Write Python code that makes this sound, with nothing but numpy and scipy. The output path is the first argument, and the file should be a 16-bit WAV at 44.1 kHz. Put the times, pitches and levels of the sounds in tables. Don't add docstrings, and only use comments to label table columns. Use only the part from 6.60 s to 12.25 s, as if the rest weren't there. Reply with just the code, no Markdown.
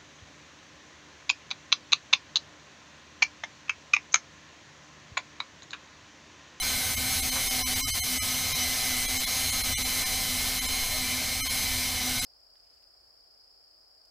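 import sys
import numpy as np
from scipy import signal
from scipy.fft import rfft, irfft, next_fast_len
from scipy.io import wavfile
from scipy.ndimage import uniform_filter1d, minimum_filter1d

SR = 44100
rng = np.random.default_rng(int(sys.argv[2]) if len(sys.argv) > 2 else 0)


def amplitude_ratio(level_db):
    exponent = np.asarray(level_db, float) / 20
    return 10 ** exponent


def output_pcm(signal):
    pcm = np.clip(np.atleast_2d(signal).T, -1, 1) * 32767
    wavfile.write(sys.argv[1], SR, np.round(pcm).astype(np.int16))


N = 249165
T = np.arange(N) / SR
SLOW = 32
T_SLOW = T[::SLOW]

# time in seconds, shaft turns in Hz.
SHAFT_DRIFT = [(0.0, 251.9), (0.43, 254.3), (0.87, 252.3), (1.3, 256.2), (1.74, 254.8), (2.17, 253.4),
               (2.61, 254.8), (3.04, 254.4), (3.48, 252.8), (3.91, 253.7), (4.35, 255.7), (4.78, 256.5),
               (5.22, 253.7), (5.65, 252.3)]
# time in seconds, change of speed in Hz.
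TWITCHES = [(0.07, 5.4), (0.27, 1.7), (0.53, 4.2), (0.66, 3.6), (0.73, 1.6), (0.87, 4.7), (1.01, -1.1),
            (1.11, -1.5), (1.31, -2.1), (1.53, -4.4), (1.74, -2.1), (2.01, -2.1), (2.19, 1.4), (2.36, -1.9),
            (2.73, 1.9), (2.83, 3.2), (2.94, 3.1), (3.42, 1.9), (3.6, 2.3), (3.72, -0.6), (3.9, 2.2),
            (4.16, 2.1), (4.43, -3.0), (4.54, -4.0), (4.65, -2.1), (4.89, 1.9), (5.45, -3.0), (5.64, 2.8)]
# multiple of the shaft speed, level in dB rms.
STRONG_ORDERS = [(1, -46.8), (3, -50.4), (4, -55.4), (5, -55.2), (7, -53.6), (8, -44.0), (9, -49.8),
                 (10, -54.0), (12, -45.5), (14, -53.5), (15, -47.8), (16, -40.7), (17, -50.0), (18, -51.6),
                 (20, -51.2), (23, -52.1), (24, -44.0), (25, -45.6), (31, -52.4), (32, -45.5), (33, -54.9),
                 (34, -53.5), (38, -51.9), (39, -54.0), (40, -45.6), (41, -52.2), (47, -54.9), (48, -52.8),
                 (55, -50.0), (56, -50.5)]
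# multiple of the shaft speed, level in dB rms.
FAINT_ORDERS = [(2, -59), (37, -57.5), (45, -61), (53, -67), (54, -56), (57, -54), (59, -63)]
# multiple of the shaft speed, level in dB rms.
BEARING_LINES = [(1.65, -62), (2.5, -58), (4.1, -56), (6.27, -57), (8.15, -50), (9.15, -49), (2.94, -56)]
# multiple of the shaft speed, beats added, level in dB rms.
BEATEN_LINES = [(8, -2, -55), (8, -1, -58), (8, 1, -39.8), (8, 2, -53), (8, 3, -54), (16, -1, -47.5),
                (16, 1, -44.5), (16, 3, -58)]
# multiple of the shaft speed, swell in dB per Hz of speed.
FLANK_SWELL = [(3, -.6), (12, -.8), (24, -1.2), (25, 1.2), (40, 1.0), (48, -.6), (56, 1.1)]
# time in seconds, nearness in dB, facing in dB.
HAND_MOVES = [(0, -30, -5.5), (.3, -31, -2), (.7, -30.5, -2.5), (1.1, -30, -3), (1.5, -31.5, -1),
              (2.1, -30.5, -4.5), (2.6, -30.5, -4.5), (3.2, -30.5, -4), (3.8, -31, -3.5),
              (4.3, -31.2, -4.5), (4.7, -31, -6.5), (5.0, -31, -3), (5.4, -31.5, -6), (5.65, -31, -2.5)]
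# frequency in Hz, level in dB per Hz.
AIR_SPECTRUM = [(150, -73.5), (300, -81), (480, -78.5), (1000, -77.5), (1800, -77.5), (2600, -75.5),
                (3400, -71.5), (4500, -73), (6000, -71.5), (7200, -75), (10500, -74.5), (12300, -75),
                (13200, -76), (15300, -76)]
# frequency in Hz, width in Hz, level in dB rms.
HOUSING_RINGS = [(744.5, 83, -51.5), (1574, 44, -68), (2260, 190, -50), (3052, 100, -45.5),
                 (4100, 250, -49), (5050, 410, -41), (10040, 640, -49.5), (14100, 570, -51)]
# start in seconds, end in seconds, frequency in Hz, level in dB rms.
GRIP_RINGS = [
    (0, .62, 1530, -47),
    (1.45, 2.45, 1270, -52.5),
    (2.6, 3.15, 1260, -54),
    (4.3, 4.745, 620, -54.5),
    (4.4, 5.3, 2330, -45.5),
    (5.5, 5.65, 1500, -47),
]
# time in seconds, strength in dB.
WOOD_KNOCKS = [
    (.755, -.5),
    (2.9, -9),
    (3.075, -7),
]
# frequency in Hz, level in dB, decay time t60 in seconds.
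WOOD_MODES = [(530, -37, .25), (940, -35, .1), (1147, -38, .15), (1330, -41, .12), (1480, -39, .15),
              (1850, -40, .12)]
# frequency in Hz, level in dB per Hz.
RUMBLE_SPECTRUM = [(15, -66.5), (28, -61.5), (50, -66), (80, -60.5), (110, -67), (150, -76), (220, -71),
                   (400, -95.5)]
STARVED_FRAMES = [(0, 1), (15, 1), (26, 1), (30, 1), (38, 1), (44, 2), (49, 1), (52, 3), (56, 2), (60, 2),
                  (68, 2), (83, 1), (106, 1), (111, 1), (114, 1), (125, 1), (130, 1), (135, 2), (139, 1),
                  (148, 1), (172, 1), (175, 1), (207, 2), (210, 1), (241, 1)]
# frequency in Hz, height of a surviving line.
SURVIVOR_HEIGHT = [(0, 6.6), (700, 2.7), (2000, 6.1), (4000, 8.4), (8000, 6.05), (14000, 3.3)]
# time in seconds, low edge in Hz, high edge in Hz, difference in dB.
SIDE_PUFFS = [(0.207, 8871, 11714, -43.7), (0.322, 5684, 7579, -43.0), (0.509, 5081, 6373, -43.1),
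              (0.88, 5081, 6373, -46.1), (0.881, 13092, 14470, -47.1), (1.53, 11627, 13178, -45.7),
              (2.366, 13092, 14470, -49.7), (4.386, 4565, 5770, -42.8), (4.387, 11714, 13178, -51.0),
              (4.85, 13092, 14470, -50.3), (4.852, 10335, 11714, -53.4), (4.967, 8268, 9646, -48.3),
              (5.223, 4134, 5167, -47.5), (5.478, 11025, 13092, -45.8)]

BARS = 8
MAINS_BEAT_HZ = 120
TOP_HZ = 15290
HOP = 1024
FRAME = np.arange(2 * HOP)
BIN_HZ = (np.arange(HOP) + .5) * SR / (2 * HOP)
LAPPED = np.cos(np.pi / HOP * np.outer(np.arange(HOP) + .5, FRAME + .5 + HOP / 2))


def speed(twitch_s=.035):
    s, hz = np.transpose(TWITCHES)[:, :, None]
    twitches = hz * np.exp(-.5 * ((T_SLOW - s) / twitch_s) ** 2)
    return np.interp(T_SLOW, *np.transpose(SHAFT_DRIFT)) + np.sum(twitches, axis=0)


def contact(rough, rate):
    return np.sqrt(1 - rough) + np.sqrt(rough / 2) * (walk(rate) + 1j * walk(rate))


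def motor(wobble_hz=.35, rough_rate=45, low_trim_db=-2.0, high_trim_db=.5, hum_db_per_hz=-1.5):
    hz = speed()
    off_hz = hz - hz.mean()
    turns = np.cumsum(full(hz + wobble_hz * walk(22))) / SR
    near_db, facing_db = curve(HAND_MOVES, T_SLOW)

    hum_size = full(amplitude_ratio(STRONG_ORDERS[0][1] + 3.5 + hum_db_per_hz * off_hz) * contact(0.16, 15))
    out = (hum_size * np.exp(2j * np.pi * turns)).real

    strong = dict(STRONG_ORDERS)
    faint = [(k, np.interp(k, *np.transpose(FAINT_ORDERS))) for k in range(2, 60) if k not in strong]
    plain = [(k, 0, db) for k, db in STRONG_ORDERS[1:] + faint + BEARING_LINES]
    for k, beats, db in plain + BEATEN_LINES:
        facing_share = np.interp(k * hz.mean(), [3000, 9000], [0, 1])
        swell_db = (.5 if beats else 1.0) * walk(3)
        aim_db = 1.7 * near_db + 1.4 * facing_share * facing_db + swell_db
        bar_passing = k > BARS - .5 and k % BARS < 1.01
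        rough = .15 * (1 + k / 20) if bar_passing else .65
        trim_db = np.interp(k, [2, 24], [low_trim_db, high_trim_db])
        flank_db = dict(FLANK_SWELL).get(k, 0) * off_hz
        size = contact(rough, rough_rate) * amplitude_ratio(db + 3 + trim_db + aim_db + flank_db)
        cycles = k * turns + beats * MAINS_BEAT_HZ * T + rng.random()
        angle = 2 * np.pi * cycles + full(np.unwrap(np.angle(size)))
        out = out + full(np.abs(size)) * np.cos(angle)
    return out, turns


def fan(turns, mains_depth=0.091, turn_depth=.1, gust_db=0.5):
    air = coloured(AIR_SPECTRUM)
    for hz, width, db in HOUSING_RINGS:
        air = air + amplitude_ratio(db + 1.4 * full(walk(12))) * noise_ring(hz, hz / width)
    near_db, facing_db = curve(HAND_MOVES)
    treble = band(air, 8000, SR)
    treble_gain = amplitude_ratio(0.51 * facing_db + .3 * full(walk(3)))
    out = amplitude_ratio(.7 * near_db) * (air - treble + treble_gain * treble)
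    mains_pulse = mains_depth * np.sin(2 * np.pi * MAINS_BEAT_HZ * T)
    turn_pulse = turn_depth * np.sin(2 * np.pi * turns)
    return out * (1 + mains_pulse + turn_pulse) * full(amplitude_ratio(gust_db * walk(11)))


def grip(fade_s=.08, q=70):
    out = 0
    for start_s, end_s, hz, db in GRIP_RINGS:
        hold = np.clip(np.minimum(T - start_s, end_s - T) / fade_s + .5, 0, 1)
        out = out + amplitude_ratio(db) * noise_ring(hz, q) * hold
    return out


def knock(start_s, crack_db=-32, crack_t60=.17):
    t = np.maximum(T - start_s, 0)
    modes = 0
    for hz, db, t60 in WOOD_MODES:
        modes = modes + amplitude_ratio(db) * np.sin(2 * np.pi * hz * t) * np.exp(-np.log(1000) * t / t60)
    crack = band(rng.standard_normal(N), 600, 1900)
    crack = amplitude_ratio(crack_db) * crack / crack.std() * np.exp(-np.log(1000) * t / crack_t60)
    onset = 1 - np.exp(-t / 0.0035)
    return (modes + crack) * onset * full(amplitude_ratio(2.0 * walk(60)))


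def room(deep_swell_db=4.0, low_swell_db=1.5):
    rumble = coloured(RUMBLE_SPECTRUM)
    deep = band(rumble, 0, 45)
    return deep * full(amplitude_ratio(deep_swell_db * walk(6))) + (rumble - deep) * full(amplitude_ratio(low_swell_db * walk(6)))


def starve(x, stand_out=2.7, leak_db=-31, bass_hz=130):
    basis = np.sin(np.pi * (FRAME + .5) / (2 * HOP)) * LAPPED
    centres = 515 + HOP * np.concatenate([first + np.arange(frames) for first, frames in STARVED_FRAMES])
    bins = np.pad(x, HOP)[centres[:, None] + FRAME] @ basis.T
    around = np.sqrt(uniform_filter1d(bins ** 2, size=48, axis=1))
    tallest = np.abs(bins) == -minimum_filter1d(-np.abs(bins), size=3, axis=1)
    bar = np.clip(BIN_HZ / bass_hz, .3, 1) * stand_out * around
    height = np.interp(BIN_HZ, *np.transpose(SURVIVOR_HEIGHT))
    kept = height * np.sign(bins) * (tallest & (np.abs(bins) > bar))
    lost = (amplitude_ratio(leak_db) * BIN_HZ / TOP_HZ - 1) * bins
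    return x + overlap(centres, (kept + lost) @ basis * 2 / HOP)


def split():
    s, lo_hz, hi_hz, db = np.transpose(SIDE_PUFFS)[:, :, None]
    in_band = (BIN_HZ > lo_hz) & (BIN_HZ < hi_hz)
    puffs = rng.standard_normal((len(SIDE_PUFFS), HOP)) * in_band @ LAPPED
    window = signal.windows.kaiser_bessel_derived(2 * HOP, 4 * np.pi)
    puffs = puffs / puffs.std(axis=1, keepdims=True) * window
    centres = 945 + HOP * np.round((s[:, 0] * SR - 945) / HOP).astype(int)
    return overlap(centres, amplitude_ratio(db + 2.0) * puffs)


def curve(table, t=T):
    s, *columns = np.transpose(table)
    return np.array([np.interp(t, s, c - c.mean()) for c in columns])


def walk(rate):
    k = int(SR / SLOW / rate)
    held = np.repeat(rng.standard_normal(len(T_SLOW) // k + 1), k)
    w = uniform_filter1d(uniform_filter1d(held, k), k)[:len(T_SLOW)]
    return w / w.std()


def full(slow):
    return np.interp(T, T_SLOW, slow)


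def coloured(points):
    hz, db = np.transpose(points)
    f = np.maximum(np.fft.rfftfreq(N, 1 / SR), 1)
    gain = amplitude_ratio(np.interp(np.log(f), np.log(hz), db))
    return irfft(rfft(rng.standard_normal(N)) * gain, N) * np.sqrt(SR / 2)


def noise_ring(hz, q):
    ring = signal.lfilter(*signal.iirpeak(hz, q, fs=SR), rng.standard_normal(N))
    return ring / ring.std()


def band(x, lo_hz, hi_hz):
    size = next_fast_len(len(x))
    f = np.fft.rfftfreq(size, 1 / SR)
    return irfft(rfft(x, size) * ((f >= lo_hz) & (f < hi_hz)), size)[:len(x)]


def overlap(centres, frames):
    places = np.asarray(centres)[:, None] + FRAME
    return np.bincount(places.ravel(), frames.ravel(), N + 2 * HOP)[HOP:HOP + N]


def scene():
    whine, turns = motor()
    knocks = sum(amplitude_ratio(db) * knock(s) for s, db in WOOD_KNOCKS)
    mono = whine + fan(turns) + grip() + knocks + room()
    return np.array([mono, mono])


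def band_limit(x):
    return signal.sosfilt(signal.butter(12, 16610, fs=SR, output="sos"), x)


def record(dry):
    mono = band(starve(dry[0]), 0, TOP_HZ)
    side = split()
    return band_limit(np.array([mono + side, mono - side]))


dry = scene()
out = record(dry)
output_pcm(out)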